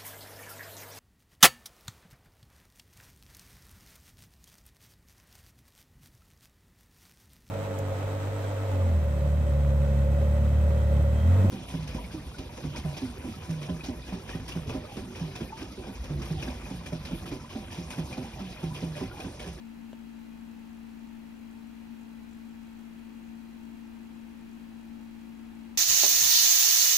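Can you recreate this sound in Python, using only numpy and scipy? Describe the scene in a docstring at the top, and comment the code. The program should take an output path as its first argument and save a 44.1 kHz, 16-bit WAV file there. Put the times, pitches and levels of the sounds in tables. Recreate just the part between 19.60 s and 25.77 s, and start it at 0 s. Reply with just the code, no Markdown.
"""Small fan in a quiet living room

A fan hums to the left, in harmonics of its shaft rate, over a soft, even rush of air.
A faint second tone swells in near halfway, and thin whines sit above it.
Something electrical sizzles once per mains cycle. One small dull tick rings near the
microphone, whose own hiss fills the top."""
import sys
import numpy as np
from scipy import signal
from scipy.fft import rfft, irfft
from scipy.io import wavfile
from scipy.ndimage import uniform_filter1d

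SR = 44100
rng = np.random.default_rng(int(sys.argv[2]) if len(sys.argv) > 2 else 0)


def to_wav(sig):
    """Store sig (one row per channel, or 1-D mono) as 16-bit WAV at the path in sys.argv[1].

    Samples outside -1..1 are clipped; the rate is SR.
    """
    pcm = np.clip(np.atleast_2d(sig), -1, 1) * 32767
    pcm = np.round(pcm).astype(np.int16)
    wavfile.write(sys.argv[1], SR, pcm.T)  # frames by channels


N = 272273

# microphone hiss: f/Hz, density/(dB per Hz)
HISS_SPECTRUM = [(100, -114), (8800, -115.5), (9500, -112.7), (11000, -113), (16000, -114)]
# rush of air: f/Hz, density/(dB per Hz)
AIR_SPECTRUM = [(10, -80.5), (30, -86), (48, -84), (95, -81.5), (130, -86.5), (175, -81), (290, -87),
                (420, -92.5), (1000, -97.5), (1750, -94.5), (2050, -97), (3600, -104.3), (5200, -107.7),
                (7500, -115), (8800, -118), (9800, -138)]
# housing and room resonances: f/Hz, width/Hz, left/(dB per Hz), right/(dB per Hz)
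AIR_RESONANCES = [(79, 13, -77.5, -78), (240, 17, -67.5, -76), (272, 50, -85, -94), (355, 32, -85.5, -99),
                  (432.6, 26, -105, -88), (840, 84, -95, -93.5), (934, 190, -93, -94.5),
                  (1320, 440, -94.5, -106), (2446, 350, -93.5, -105), (2746, 290, -101, -96),
                  (3260, 180, -96.5, -106), (4050, 290, -101.5, -104)]
# air, left against right: f/Hz, correlation
AIR_CORRELATION = [(40, 0.24), (85, -0.28), (150, 0.42), (240, 0.16), (330, 0.15), (500, 0.26), (800, 0.65),
                   (1200, 0.052), (5000, 0.13)]
# thin whines: f/Hz, level/dB
WHINE_TONES = [(1061, -85), (1208, -87), (1460, -86), (1986, -87), (2293, -88), (6000, -91.5),
               (6451, -93.5), (6735, -97), (10000, -102)]
# sizzle before its envelope: f/Hz, density/(dB per Hz)
SIZZLE_SPECTRUM = [(4500, -130), (6200, -116), (6800, -110.5), (7150, -113), (7420, -107.5), (8100, -120),
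                   (8800, -120), (10000, -140)]
# sizzle flares: t/s, level/dB over a usual spit
SIZZLE_FLARES = [(0.311, 6), (2.410, 6), (2.711, 8), (3.25, 5), (3.671, 5), (4.909, 6.5)]
# tick resonances: f/Hz, level/dB, t60/s
TICK_MODES = [(397, -51, 0.023), (595, -37.5, 0.017), (900, -43.5, .008), (1530, -44.5, 0.0064),
              (3150, -44, 0.0076)]
# fan hum: multiple of shaft rate, left/dB, right/dB, left lead/rad
FAN_HARMONICS = [(1, -58, -65, 1.6), (2, -71, -69, 2.5), (3, -69, -70.5, -1), (4, -43, -53, 0.73),
                 (5, -52.5, -56.5, -2.5), (6, -63, -79, 4), (12, -75.5, -84, 3.5), (13, -75.5, -78, -0.9),
                 (16, -72, -74, 0)]

BINS_HZ = np.fft.rfftfreq(N, 1 / SR)


def gain_of(db):
    """Decibels to amplitude."""
    return 10 ** (np.asarray(db) / 20)


def curve(points):
    """Table interpolated onto the FFT bins, log frequency."""
    hz, value = np.transpose(points)
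    return np.interp(np.log(BINS_HZ + 1), np.log(hz + 1), value)


def noise(density):
    """Noise of given amplitude per root hertz."""
    return irfft(rfft(rng.standard_normal(N)) * density, N) * np.sqrt(SR / 2)


def drift(rate_hz):
    """Slow random wander, unit variance."""
    x = noise(np.exp(-(BINS_HZ / rate_hz) ** 2))
    return (x - x.mean()) / x.std()


def air(ripple_db=1.5, ripple_hz=16):
    """Broad turbulence with resonances, finely rippled by room reflections."""
    power = np.tile(gain_of(curve(AIR_SPECTRUM)) ** 2, (2, 1))
    for hz, width_hz, left_db, right_db in AIR_RESONANCES:
        power += gain_of([[left_db], [right_db]]) ** 2 / (1 + 2 * ((BINS_HZ - hz) / width_hz) ** 2) ** 2
    correlation = curve(AIR_CORRELATION)
    left, independent = rfft(rng.standard_normal((2, N)))
    right = correlation * left + np.sqrt(1 - correlation ** 2) * independent
    ripple = uniform_filter1d(rng.standard_normal(power.shape), round(ripple_hz * N / SR))
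    ripple += ripple.mean(axis=0)  # largely shared by both sides
    ripple *= np.minimum(BINS_HZ / 900, 1) / ripple.std()  # room modes crowd above the bass
    colour = np.sqrt(power * SR / 2) * gain_of(ripple_db * ripple)
    return irfft(np.array([left, right]) * colour, N)


def whines(t):
    """Faint steady sines, same on both sides."""
    return np.sqrt(2) * sum(gain_of(db) * np.sin(2 * np.pi * (hz * t + rng.random()))
                            for hz, db in WHINE_TONES)


def sizzle(t, mains_hz=50, first_s=0.0098, fade_s=0.0039, flare_s=0.02,
           level_db=-0.5, uneven_db=2, lean_db=1.2):
    """Electrical treble spit on each mains cycle, uneven in strength, with brief flares."""
    cycle, fraction = np.divmod((t - first_s) * mains_hz + 1, 1)
    age_s = fraction / mains_hz
    spit = np.sqrt(age_s / fade_s) * np.exp(-age_s / fade_s)
    strength = gain_of(uneven_db * rng.standard_normal(int(cycle[-1]) + 1))[cycle.astype(int)]
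    for at_s, db in SIZZLE_FLARES:
        flare = gain_of(db) * np.exp(-((t - at_s - flare_s / 2) / (2 * flare_s)) ** 2)
        strength = np.maximum(strength, flare)
    envelope = gain_of(level_db) * strength * spit / np.sqrt(np.mean(spit ** 2))
    colour = gain_of(curve(SIZZLE_SPECTRUM))
    return envelope * np.array([gain_of(lean_db) * noise(colour), gain_of(-lean_db) * noise(colour)])


def tick(t, at_s=0.331, snap_db=-59, snap_s=0.0012, echo_db=-13, echo_s=0.0077):
    """Soft snap into heavily damped modes, with one near reflection."""
    age_s = np.maximum(t - at_s, 0)
    ring = -sum(gain_of(db - 60 * age_s / t60_s) * np.sin(2 * np.pi * hz * age_s)
                for hz, db, t60_s in TICK_MODES)
    snap = gain_of(snap_db) * np.sqrt(age_s / snap_s) * np.exp(-age_s / snap_s) * rng.standard_normal(N)
    direct = uniform_filter1d(ring, size=5) + snap
    return direct + gain_of(echo_db) * np.interp(t - echo_s, t, direct)


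def second_tone(t, hz=333.3, start_s=2.55, swell_s=1.25, level_db=-64.3, lean_db=-0.5, lead_rad=1.0):
    """Sine that swells in, holds and beats against the fan's sixth harmonic."""
    swell = np.sin(np.pi / 2 * np.clip((t - start_s) / swell_s, 0, 1)) ** 2
    held = np.sqrt(2) * gain_of([[level_db + lean_db], [level_db - lean_db]])
    phase = 2 * np.pi * hz * t
    return swell * held * np.sin([phase, phase - lead_rad])


def fan(shaft_hz=56.76, wander=0.00096, waver_db=0.37):
    """Harmonics of a slightly wandering shaft; standing waves set each side's level and phase."""
    turns = np.cumsum(shaft_hz * (1 + wander * drift(rate_hz=2.2))) / SR
    hum = np.zeros((2, N))
    for multiple, left_db, right_db, lead_rad in FAN_HARMONICS:
        phase = 2 * np.pi * (multiple * turns + rng.random())
        hum += [gain_of(left_db) * np.sin(phase), gain_of(right_db) * np.sin(phase - lead_rad)]
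    return np.sqrt(2) * hum * gain_of(waver_db * drift(rate_hz=4.2))


def scene():
    """All room sources, left and right."""
    t = np.arange(N) / SR
    return air() + whines(t) + sizzle(t) + tick(t) + second_tone(t) + fan()


def record(dry, cutoff_hz=15850):
    """Microphone hiss, same on both sides, then the band limit."""
    hiss = noise(gain_of(curve(HISS_SPECTRUM)))
    lowpass = signal.firwin(801, cutoff_hz, window=("kaiser", 9), fs=SR)
    return signal.oaconvolve(dry + hiss, lowpass[None], "same")


dry = scene()
out = record(dry)
to_wav(out)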